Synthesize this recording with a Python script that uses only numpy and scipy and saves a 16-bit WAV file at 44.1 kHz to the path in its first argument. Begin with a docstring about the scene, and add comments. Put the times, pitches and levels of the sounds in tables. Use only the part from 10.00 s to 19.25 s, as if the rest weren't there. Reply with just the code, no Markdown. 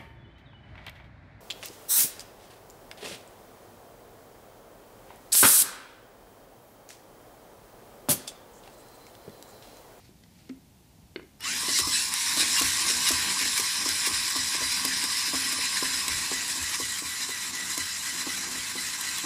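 """Walking toy robot

A plastic toy robot stands on a table, gives small clicks, then walks on two geared motors.
Random gear-tooth blows, sliding noise and tones tied to the rotors shake the housing, frame and table.
The load swings with every stride; short rings and noise bursts make feet thump and loose links clack.
Joints squawk as gliding tones. Late in the walk the microphone draws back and the sound grows softer."""
import sys
import numpy as np
from scipy import signal
from scipy.fft import rfft, irfft, next_fast_len
from scipy.io import wavfile
from scipy.ndimage import map_coordinates

SR = 44100
rng = np.random.default_rng(int(sys.argv[2]) if len(sys.argv) > 2 else 0)


def to_wav(s):
    """Save 16-bit WAV."""
    ch = np.atleast_2d(s).T  # columns
    pcm = np.round(np.clip(ch, -1, 1) * 32767)  # PCM
    wavfile.write(sys.argv[1], SR, pcm.astype(np.int16))


N = 407925
TIME = np.arange(N) / SR


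def from_db(db):
    """Turn decibels into a gain."""
    return 10 ** (np.asarray(db) / 20)


def rms_one(x):
    """Scale to an average strength (rms) of 1."""
    return x / np.sqrt(np.mean(x ** 2) + 1e-20)


def in_time(rows):
    """Join the rows of a (t, value, ...) table into curves, one value per sample."""
    t, *columns = np.transpose(rows)
    return [np.interp(TIME, t, column) for column in columns]


def drift(rate):
    """Slow random wandering with spread 1, mostly slower than rate (Hz)."""
    step = 40   # samples between the points that are drawn
    r = np.exp(-2 * np.pi * rate * step / SR)
    noise = rng.standard_normal(N // step + 2002)
    slow = signal.lfilter([1], [1, -2 * r, r * r], noise)[2000:]
    return np.interp(np.arange(N) / step, np.arange(len(slow)), rms_one(slow))


def cut(x, hz, kind, order=2):
    """Butterworth filter that keeps the highs ("high") or the lows ("low")."""
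    sos = signal.butter(order, min(hz, SR / 2 - 1000), kind, fs=SR, output="sos")
    return signal.sosfilt(sos, x)


def colour(x, spectrum):
    """Shape a steady sound by (f/Hz, level/dB) points."""
    hz, db = np.transpose(spectrum)
    size = next_fast_len(N)
    bins = np.maximum(np.fft.rfftfreq(size, 1 / SR), 1)
    gain = from_db(np.interp(np.log(bins), np.log(hz), db))
    return irfft(rfft(x, size) * gain, size)[:N]


def resonate(x, modes):
    """Let x excite resonances side by side: (f/Hz, width/Hz, level/dB)."""
    out = 0
    for hz, width, db in modes:
        r = np.exp(-np.pi * width / SR)
        poles = [1, -2 * r * np.cos(2 * np.pi * hz / SR), r * r]
        out = out + from_db(db) * (1 - r * r) / 2 * signal.lfilter([1, 0, -1], poles, x)
    return out


def dying(t60):
    """A decay that falls 60 dB in t60 seconds."""
    return from_db(-60 * TIME[:int(t60 * SR) + 2] / t60)


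def ring(hz, t60):
    """One struck mode: a dying sine, with little sound below its pitch."""
    decay = dying(t60)
    return cut(decay * np.sin(2 * np.pi * hz * TIME[:len(decay)]), 0.65 * hz, "high")


def crack(t60, low_hz, top_hz, order=2):
    """Countless plastic modes struck at once, as a dying noise burst with peak 1."""
    decay = dying(t60)
    noise = cut(decay * rng.standard_normal(len(decay)), low_hz, "high")
    burst = cut(noise, top_hz, "low", order=order)
    return burst / np.abs(burst).max()


def add(out, t, sound):
    """Mix a sound in at time t (s)."""
    at = min(int(t * SR), N)
    out[at:at + len(sound)] += sound[:N - at]


# colour of the quiet room: (f/Hz, relative level/dB)
AIR = [(15, -54), (25, -26), (36, -11), (59, -2.5), (116, -2.5), (144, -4), (173, -2.5), (482, -19),
       (826, -18.5), (1200, -27.5), (4260, -27), (13500, -31), (15500, -32)]


def room_air():
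    """The room's soft hush: steady noise, strongest in the bass."""
    return from_db(-56.5) * rms_one(colour(rng.standard_normal(N), AIR))


# faint rustle of handling: (t/s, base level/dB)
RUSTLE = [(0, -65), (.08, -64), (.15, -81), (.3, -74), (.4, -64), (.47, -67), (.6, -88), (1.3, -95)]


def handling_rustle():
    """Parts rub softly: noise through two broad resonances, its level flickering."""
    noise = resonate(rng.standard_normal(N), [(2200, 1100, 0.5), (4060, 1800, 0)])
    return from_db(in_time(RUSTLE)[0]) * rms_one(noise) * from_db(2.5 * drift(40))


# small knocks before the walk:
# (t/s, ring level/dB, ring f/Hz, ring t60/s, tick base level/dB, tick top f/Hz)
KNOCKS = [(.092, -42, 350, 0.02, -61, 1500), (0.236, -58, 400, .02, -43, 6000),
          (0.493, -42, 400, 0.035, -36.5, 7500), (.497, -31, 264, 0.13, -41, 3200),
          (.509, -35.5, 274, 0.099, -52, 7000), (1.16, -24, 372, 0.036, -21.5, 4300),
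          (1.174, -35, 300, .06, -45, 2600), (1.196, -34, 390, 0.025, -36, 2400),
          (1.228, -40, 330, .04, -48, 6500), (1.399, -62, 403, .02, -42, 14500),
          (1.406, -61, 403, .02, -27.5, 14500)]
# resonances of the shell's shiver: (f/Hz, width/Hz, relative level/dB)
SHELL_TAIL_MODES = [(2050, 800, 0), (3700, 1800, -7)]


def knocks():
    """Dull clicks: a low ring and a tick that excites the shell, whose loose parts shiver on."""
    thuds, ticks = np.zeros(N), np.zeros(N)
    for t, db, hz, t60, tick_db, top_hz in KNOCKS:
        add(thuds, t, from_db(db) * ring(hz, t60))
        impulse = cut(signal.unit_impulse(SR // 100), 600, "high", order=1)
        tap = cut(impulse, top_hz, "low", order=10)
        add(ticks, t, from_db(tick_db - 6) * tap / np.abs(tap).max())
        add(ticks, t + 0.00096, from_db(tick_db - 7) * crack(0.017, 660, top_hz, order=10))
    shell = resonate(ticks, [(1950, 800, 2), (4350, 600, 0)])
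    shiver = resonate(crack(0.4, 600, 7000), SHELL_TAIL_MODES)
    tail = from_db(-19) * signal.fftconvolve(shell, shiver / np.linalg.norm(shiver))[:N]
    return thuds + ticks + shell + tail


# pace of the walk: (t/s, strides made)
PACE = [(1.38, -1), (1.872, 0), (4.359, 5), (9.255, 15.025)]
# Twice in a stride the gears go slack and race; then a leg takes the weight, they whine and slow down.
# (share of the stride, speed factor, then base swings in level/dB of the bright rattle, low rattle,
# whine and frame drone)
STRIDE = [(.01, 1.025, -0.5, -2.5, -12, 5), (.07, 1.008, 0.1, 0.5, 7, -6), (.14, .99, -1.1, 1, -9, -4),
          (.28, .982, -0.8, -1.5, -0.5, -2), (.39, .99, -0.84, 1.2, -33, -0.5),
          (.46, 1.015, -3, -5.5, -17, 2), (.57, 1.014, -0.3, 1.5, -2, -0.5),
          (.68, .99, -0.74, 0.3, 1.5, -4.5), (.8, .978, -0.75, 0, -10, -0.5),
          (.89, .992, 0.1, 1.5, -15, 1.5), (.96, 1.012, -3, -4, -19, -2)]


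def gait():
    """What every stride does to the drive, sample by sample; the pattern sets in with the first steps."""
    strides, = in_time(PACE)
    share, speed, *swings_db = np.transpose(STRIDE)
    walking = np.interp(TIME, [1.8, 2.3], [0, 1])
    factor = 1 + walking * np.interp(strides, share, speed - 1, period=1)
    return [factor] + [walking * np.interp(strides, share, db, period=1) for db in swings_db]


# a leg binds for a moment and the gears surge against it: (middle t/s, half length/s, extra load level/dB)
BINDS = [(2.408, .02, 3.5), (2.583, .016, 5.5), (2.901, .015, 2), (3.073, 0.0099, 6), (3.093, .012, 5),
         (3.406, .018, 2), (3.575, .013, 7), (4.068, .017, 6), (4.555, .02, 3.5), (5.042, .012, 3.5),
         (5.527, .01, 4), (5.776, .012, 2.5), (6.751, .013, 5), (6.985, .015, 2), (7.236, .018, 3),
         (7.717, .014, 3.5), (8.212, .017, 3), (8.7, .016, 2), (9.189, .014, 2)]


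def binding():
    """Extra load in dB while a leg binds, as smooth flat-topped bumps."""
    return sum(db / (1 + ((TIME - t) / half) ** 4) for t, half, db in BINDS)


PINION_TEETH = 10   # teeth on the small gear of each motor


def rotor_turns(mesh_hz, wobble):
    """Turns made by a rotor whose speed wavers; mesh_hz is the rate at which teeth meet."""
    return np.cumsum(mesh_hz / PINION_TEETH * (1 + wobble * drift(14))) / SR


def tooth_rattle(turns, spread_db, eccentric, sliding):
    """Each tooth strikes with its own force and timing, harder once a turn, and slides on its neighbour.

    Slack between the teeth (backlash) makes the rattle swell and sink."""
    teeth = np.flatnonzero(np.diff(np.floor(turns * PINION_TEETH)))
    late = rng.integers(0, 9, len(teeth))   # samples
    force = from_db(spread_db * rng.uniform(-0.95, 1, len(teeth)))
    clicks = np.zeros(N)
    clicks[np.minimum(teeth + late, N - 1)] = rng.choice([-1, 1], len(teeth)) * force
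    chatter = from_db(1.7 * np.minimum(drift(70), 2))
    contact = rms_one(clicks) + sliding * rng.standard_normal(N)
    return chatter * contact * (1 + eccentric * np.sin(2 * np.pi * turns))


def gear_profile(turns, ratio, size=420):
    """Flaws round a wheel return on its every turn: a comb of partials that glide with speed."""
    flaws = rng.standard_normal(size)
    return rms_one(map_coordinates(flaws, [turns / ratio % 1 * size], order=3, mode="grid-wrap"))


def shifting_contact(x, depth_db, rate, count=26):
    """As the parts shift in their play, each band of the shell is driven harder or more softly."""
    size = next_fast_len(N)
    spectrum = rfft(x, size)
    centres = np.geomspace(1300, 14000, count)   # middle of each overlapping band, Hz
    place = np.interp(np.fft.rfftfreq(size, 1 / SR), centres, np.arange(count))
    out = 0
    for k in range(count):
        band = irfft(spectrum * np.maximum(1 - np.abs(place - k), 0), size)[:N]
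        out = out + band * from_db(depth_db * drift(rate))
    return out


# housing resonances: (f/Hz, width/Hz, level/dB)
HOUSING_MODES = [(1625, 140, -11.5), (1980, 140, -34), (2880, 53, -62), (4050, 210, -10), (5400, 300, -37),
                 (5930, 280, -6.5), (6610, 600, -4), (7540, 480, -7), (10100, 950, -19.5)]
# colour of the housing from close by, then from farther back: (f/Hz, relative level/dB)
HOUSING_NEAR = [(760, -35), (1300, -12), (1530, -3.5), (1930, 0), (2800, -4), (3240, -5), (3900, -1.5),
                (4560, -3), (5270, 1.5), (6290, -8), (7660, -3.5), (10300, -3), (11400, -10.5),
                (14600, -15), (15500, -26)]
HOUSING_FAR = [(760, -28.5), (1300, -8.5), (1770, -4), (1990, 0), (2370, -7), (3380, -7.5), (4030, -4),
               (4510, -7.5), (5010, -1.5), (6220, -8.5), (7580, -4.5), (8320, -6), (10600, -8),
               (14100, -18), (15500, -19)]


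def housing(rattle):
    """The shell rings with the rattle; its colour shifts as the microphone draws back."""
    rung = rattle + resonate(rattle, HOUSING_MODES)
    far = np.interp(TIME, [5.9, 6.8], [0, 1])
    near_sound = rms_one(colour(rung, HOUSING_NEAR))
    far_sound = rms_one(colour(rung, HOUSING_FAR))
    return (1 - far) * near_sound + far * far_sound


def whine(turns, orders, flutter_db, play):
    """Tones locked to the rotor; play in the gears shakes their phase (radians) and level."""
    tones = 0
    for multiple, db in orders:
        level = np.sqrt(2) * from_db(db + flutter_db * drift(25))
        tones = tones + level * np.sin(2 * np.pi * multiple * turns + play * drift(35))
    return tones


# a dry gear sings for a while: (t/s, base f/Hz, base level/dB)
SINGING = [(1.4, 5200, -53), (1.93, 5250, -34), (2.1, 5180, -61), (3.3, 5095, -39.5), (4.57, 4970, -38.5),
           (4.64, 4930, -35), (4.73, 4850, -37), (4.92, 5000, -37), (5.3, 5060, -37.5), (5.7, 5070, -37.5),
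           (6.0, 5046, -38), (6.7, 5070, -60)]


def singing():
    """Friction keeps a narrow resonance going: a bending tone inside a rough band."""
    hz, db = in_time(SINGING)
    phase = 2 * np.pi * np.cumsum(hz * (1 + 0.012 * drift(18.3))) / SR
    in_step, across = rms_one(cut(rng.standard_normal((2, N)), 110, "low"))
    tone = (in_step + 1.2) * np.cos(phase) + across * np.sin(phase)
    return from_db(db + 1) * rms_one(tone)


# effort of the drive, fading as the microphone draws back:
# (t/s, then base level/dB of the bright rattle, low rattle and frame drone)
LOAD = [(1.38, -62, -74, -77), (1.42, -37, -44, -54), (1.445, -25.5, -32, -58), (1.49, -26, -33.5, -56),
        (1.64, -30.5, -40.5, -39.5), (1.78, -24.5, -39.5, -52), (1.84, -31, -48, -36.5),
        (1.97, -25, -34.5, -48), (2.09, -29, -40, -42.5), (2.24, -25.5, -34, -40), (2.95, -26, -34, -40),
        (3.45, -27, -33.5, -39.5), (3.53, -28.5, -36, -42), (3.66, -27.5, -35.5, -41),
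        (4.4, -29, -36, -41.5), (6.0, -28.5, -35.5, -42), (7.1, -32.5, -40, -48), (9.25, -32.5, -39, -47.5)]
# the motors run up, then roughly hold their speed: (t/s, base tooth mesh f/Hz)
SPEED = [(1.42, 892), (1.47, 1258), (1.49, 1419), (1.53, 1596), (1.58, 1800), (1.68, 2018), (1.785, 1905),
         (1.88, 2050), (1.94, 2018), (2.07, 1827), (2.45, 1972), (4.75, 1957), (5.6, 1980), (6.4, 1967),
         (9.25, 1990)]
# base level of the mesh tone: (t/s, level/dB)
WHINE = [(1.42, -72), (1.46, -52), (1.55, -51), (1.62, -58), (1.75, -46), (2.4, -52), (4.5, -45),
         (6.5, -44.5), (9.25, -45)]
# the mesh tone and a weaker partial a fifth above: (multiple of rotor speed, relative level/dB)
WHINE_ORDERS = [(10, 0), (15, -11)]
# partials that stand out while the motors run up: (multiple of rotor speed, relative level/dB)
RUN_UP_ORDERS = [(10, -1), (13.8, -3), (15, -4), (17, -5), (20, -7)]
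# their shared level: (t/s, level/dB)
RUN_UP = [(1.42, -60), (1.46, -47), (1.52, -45), (1.57, -48), (1.63, -56), (1.73, -47), (1.82, -65),
          (1.95, -110)]
# overtones of the mesh tone: (multiple of rotor speed, relative level/dB)
MESH_OVERTONES = [(20, 0), (30, -12), (40, -11)]
# frame resonances: (f/Hz, width/Hz, relative level/dB)
FRAME_MODES = [(1048, 73, -3.5), (1126, 65, -1)]
# second gear stage, drumming the frame: (multiple of rotor speed, relative level/dB)
FRAME_ORDERS = [(4.5, -16), (5.04, -5.5), (5.55, -6.5), (6, -14), (8, -16), (8.4, -20), (12.7, -20),
                (15.2, -18), (18.3, -12)]
# table top under the walking robot: (f/Hz, width/Hz, relative level/dB)
TABLE_MODES = [(81.5, 17, 0.5), (156, 15, -3), (192, 18.4, 9), (260.6, 41, 10), (326, 42, 0.5),
               (430, 54, -23), (670, 510, -5)]


def motors():
    """Two motors at nearly the same speed drive the housing, the frame and the table."""
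    factor, bright_swing, low_swing, whine_swing, drone_swing = gait()
    bright_db, low_db, drone_db = in_time(LOAD)
    strain_db = binding()
    set_hz, = in_time(SPEED)
    # each dB of binding costs 2 % of the speed
    mesh_hz = set_hz * factor * (1 + 0.004 * drift(6) - 0.02 * strain_db)
    # the table's hum follows the low rattle part of the way
    rumble_db = -53 + 0.63 * (low_db - np.median(low_db))
    bright_db = bright_db + 0.91 * bright_swing + strain_db + 0.39 * drift(6.2)
    low_db = low_db + low_swing + strain_db + 0.89 * drift(13)
    drone_db = drone_db + drone_swing + 0.52 * strain_db

    lead = rotor_turns(mesh_hz, wobble=0.004)
    follower = rotor_turns(mesh_hz, wobble=0.015)
    rattle = tooth_rattle(lead, spread_db=6, eccentric=0.18, sliding=0.58)
    rattle += tooth_rattle(follower, spread_db=6, eccentric=0.089, sliding=0.59)
    grind = gear_profile(lead, ratio=5, size=700) + gear_profile(follower, ratio=3)

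    # the faster the gears turn, the harder they bounce
    bounce = (mesh_hz / np.median(mesh_hz)) ** 2
    drive = np.sqrt(bounce) * rattle + np.minimum(bounce, 1) * grind
    contact = shifting_contact(drive, depth_db=2, rate=15.3)
    shell = housing(contact * from_db(0.46 * drift(35)))
    bright = from_db(bright_db - 2) * rms_one(cut(shell, 3620, "high", order=4))
    low = from_db(low_db - 3) * rms_one(cut(shell, 3030, "low", order=4))

    whine_db, = in_time(WHINE)
    run_up_db, = in_time(RUN_UP)
    tones = from_db(whine_db + whine_swing) * whine(lead, WHINE_ORDERS, flutter_db=3.5, play=0.45)
    tones += from_db(run_up_db) * whine(lead, RUN_UP_ORDERS, flutter_db=2.5, play=0.6)
    # the overtones turn rough under heavy load
    roughness = np.interp(bright_db, [-33, -27], [0.7, 1.05])
    overtones = whine(lead, MESH_OVERTONES, flutter_db=3.5, play=roughness)
    overtones += whine(follower, MESH_OVERTONES, flutter_db=3.5, play=roughness)
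    overtone_db = bright_db - 20.5 + 0.7 * whine_swing
    tones += from_db(overtone_db) * np.minimum(bounce, 1) ** 2 * overtones

    frame = from_db(-4 + 0.53 * drone_swing) * rms_one(resonate(rattle, FRAME_MODES))
    # the heavier second stage evens out the swings in speed, keeping only 65 % of them
    steady = rotor_turns(set_hz * (1 + 0.65 * (factor - 1)), wobble=0.006)
    frame += from_db(-3 - 0.3 * drone_swing) * whine(steady, FRAME_ORDERS, flutter_db=3.5, play=0.35)
    drone = from_db(drone_db) * cut(frame, 828, "high", order=6)

    # some of the gears' shaking reaches the table through the feet
    rumble = from_db(rumble_db + 2.64 * drift(2.9)) * rms_one(resonate(rattle, TABLE_MODES))
    # the singing swings 2.1 dB for each dB of the stride's bright swing
    song = from_db(2.1 * bright_swing) * singing()
    running = np.interp(TIME, [1.39, 1.41], [0, 1])
    return running * (bright + low + tones + drone + rumble + song)


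def squawk(length, hz):
    """A plastic joint sticks and slips for a moment, its rough tone sagging."""
    progress = np.linspace(-1, 1, int(length * SR))
    rough = rms_one(cut(rng.standard_normal(SR // 4), 310, "low"))[:len(progress)]
    phase = 2 * np.pi * np.cumsum(hz * (1 - 0.014 * progress + 0.015 * rough)) / SR
    return np.sqrt(2) * np.cos(np.pi * progress / 2) * np.sin(phase)


# joints squawking under load: (middle t/s, length/s, middle f/Hz, level/dB)
SQUAWKS = [(1.425, 0.04, 2880, -45), (1.463, 0.036, 1104, -40), (1.478, .03, 2780, -39),
           (1.755, .06, 2850, -41), (1.76, 0.082, 5830, -33), (1.942, 0.05, 4020, -28.5),
           (1.961, 0.14, 7760, -34), (1.966, .07, 2600, -38), (2.585, 0.0405, 2800, -30),
           (3.077, 0.031, 3830, -29), (3.08, 0.039, 2868, -32), (4.059, 0.034, 2750, -38)]
CHIRPS_PER_S, CHIRP_S = 24, 0.037   # average rate and length of the tiny slips
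CHIRP_LOW_HZ, CHIRP_HIGH_HZ = 2084, 8480


def squawks():
    """A few loud slips in the joints, and tiny random chirps that follow the load."""
    out, chirps = np.zeros(N), np.zeros(N)
    for t, length, hz, db in SQUAWKS:
        add(out, t - length / 2, from_db(db) * squawk(length, hz))
    start = LOAD[0][0]
    span = TIME[-1] - start
    for when, pitch, strength in rng.random((int(CHIRPS_PER_S * span), 3)):
        hz = CHIRP_LOW_HZ * (CHIRP_HIGH_HZ / CHIRP_LOW_HZ) ** pitch
        level = from_db(2.5 * (2 * strength - 1))
        add(chirps, start + when * span, level * squawk(CHIRP_S, hz))
    chirp_db = in_time(LOAD)[0] + binding() - 13.5
    return out + from_db(chirp_db) * chirps


# slack links snapping over: (t/s, base level/dB)
SNAPS = [(1.6074, -31), (1.8739, -20), (2.1388, -12), (2.87, -22), (3.6413, -27), (3.8898, -17),
         (4.366, -19), (4.8508, -11), (5.04, -16), (5.5267, -19), (6.081, -13), (6.7446, -22),
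         (7.5524, -25), (7.778, -16.5), (9.011, -19), (9.1834, -22)]
# legs clattering as the weight shifts: (t/s, base level/dB, t60/s)
CLATTERS = [(1.788, -6, 0.035), (1.80, -9.5, 0.046), (2.372, -15, 0.066), (2.41, -18, .07),
            (2.586, -14, 0.053), (2.597, -7.5, 0.036), (2.619, -8.5, 0.048), (2.9, -17, 0.089),
            (3.088, -6.5, 0.059), (3.116, -9, 0.039), (3.136, -17, .04), (3.577, -12, 0.068),
            (3.598, -11.5, .05), (4.064, -15, 0.08), (4.303, -18, .04)]


def linkage():
    """Pins snap across their slack; whole legs clatter when the weight shifts and ring the housing."""
    snaps, clatters = np.zeros(N), np.zeros(N)
    for t, db in SNAPS:
        add(snaps, t, from_db(db + 1.5) * crack(0.009, 5000, 10000))
        add(snaps, t, from_db(db - 8) * crack(0.035, 1100, 14000))
    for t, db, t60 in CLATTERS:
        add(clatters, t, from_db(db - 4.5) * crack(t60, 1570, 11500))
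        add(clatters, t, from_db(db - 24.5) * ring(1123, 0.066))
    return snaps + clatters + resonate(clatters, HOUSING_MODES)


# feet landing and rocking:
# (t/s, base level/dB, base knock f/Hz, t60/s of the table's ring, base level/dB of its boom)
STEPS = [(1.633, -41.5, 330, 0.07, -68), (1.684, -35, 321, .12, -68), (1.795, -36.5, 348, .1, -47),
         (1.872, -36, 275, .17, -61), (2.371, -32.5, 258.2, 0.14, -53), (2.40, -35, 298, 0.12, -66),
         (2.428, -37.5, 287, 0.098, -63), (2.612, -31.5, 280, 0.25, -45), (2.869, -39, 319.8, 0.081, -60),
         (2.901, -39, 352, 0.08, -68), (3.106, -30.5, 318, 0.13, -45), (3.412, -38, 267, .17, -56),
         (3.456, -42, 299.8, 0.083, -66), (3.595, -38, 369.7, 0.083, -58), (3.82, -43, 280, .14, -65),
         (3.861, -36, 300.3, .14, -55), (4.073, -37, 341, 0.098, -64), (4.109, -40, 274, 0.097, -51),
         (4.359, -36.5, 278, 0.22, -53), (4.549, -39, 313.7, 0.13, -67), (4.605, -40, 325.6, .12, -53.5),
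         (4.617, -39, 440, 0.054, -62), (4.849, -33.5, 265, 0.32, -58.5), (5.036, -38.5, 264.8, 0.16, -61),
         (5.279, -42, 280.7, .2, -64), (5.335, -31.5, 274, 0.19, -53), (5.525, -40, 278.2, .12, -59),
         (5.587, -40.5, 292, 0.1305, -65), (5.825, -31, 323, .12, -56), (6.08, -41, 270.8, .12, -49),
         (6.316, -32.5, 356, .12, -60), (6.574, -46, 263.2, 0.11, -47.5), (6.8, -35.5, 309.7, .12, -52),
         (7.022, -41, 277.7, .14, -56), (7.29, -40, 368, .08, -68), (7.777, -34.5, 290, .1, -55),
         (8.268, -32, 297, 0.088, -62), (8.549, -45, 270.5, 0.088, -58), (8.754, -39, 327.5, 0.083, -62),
         (9.24, -36, 289.7, 0.098, -60)]
REBOUND_S = 0.016   # average spacing of the rebounds


def footfalls():
    """A foot knocks and chatters to rest; the table rings and booms, the frame clacks just after."""
    out = np.zeros(N)
    chances = rng.uniform(-1.015, 1, (len(STEPS), 3, 2))   # three rebounds: timing and pitch
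    for (t, db, hz, t60, boom_db), chance in zip(STEPS, chances):
        # foot, table ring, dull thud, frame
        add(out, t, from_db(db + 6.5) * ring(1.07 * hz, 0.036))
        add(out, t + 0.00628, from_db(db - 2) * ring(263.6, t60))
        add(out, t, from_db(db + 1) * crack(0.066, 260, 700))
        add(out, t + 0.008, from_db(db - 4) * ring(1109, 0.067))
        for k, (late, pitch) in enumerate(chance):
            when = t + REBOUND_S * (k + 1 + 0.403 * late)
            rebound = from_db(db - 7.5 - 7 * k)   # each one 7 dB softer
            add(out, when, rebound * ring(hz * (1.15 + 0.3 * pitch), 0.029))
            add(out, when, rebound * crack(0.023, 450, 1500))
        # the table's boom
        add(out, t + 0.0211, from_db(boom_db + 2.5) * ring(84.2, 0.4))
        add(out, t + 0.015, from_db(boom_db + 6.5) * crack(0.42, 48, 123, order=4))
    return out


def room(x, t60, wet_db):
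    """Add a short, dull tail from the nearby walls, made of dying noise."""
    decay = dying(t60)
    late = TIME[:len(decay)] > 0.004
    tail = cut(decay * rng.standard_normal(len(decay)) * late, 3150, "low")
    return x + from_db(wet_db) * signal.fftconvolve(x, tail / np.linalg.norm(tail))[:N]


def scene():
    """The robot in a quiet room."""
    robot = handling_rustle() + knocks() + motors() + squawks() + linkage() + footfalls()
    return (room_air() + room(robot, t60=0.34, wet_db=-18))[None]


def record(dry):
    """Cut the top steeply above 15400 Hz."""
    return signal.sosfilt(signal.ellip(10, 0.1, 70, 15400, fs=SR, output="sos"), dry)


dry = scene()
out = record(dry)
to_wav(out)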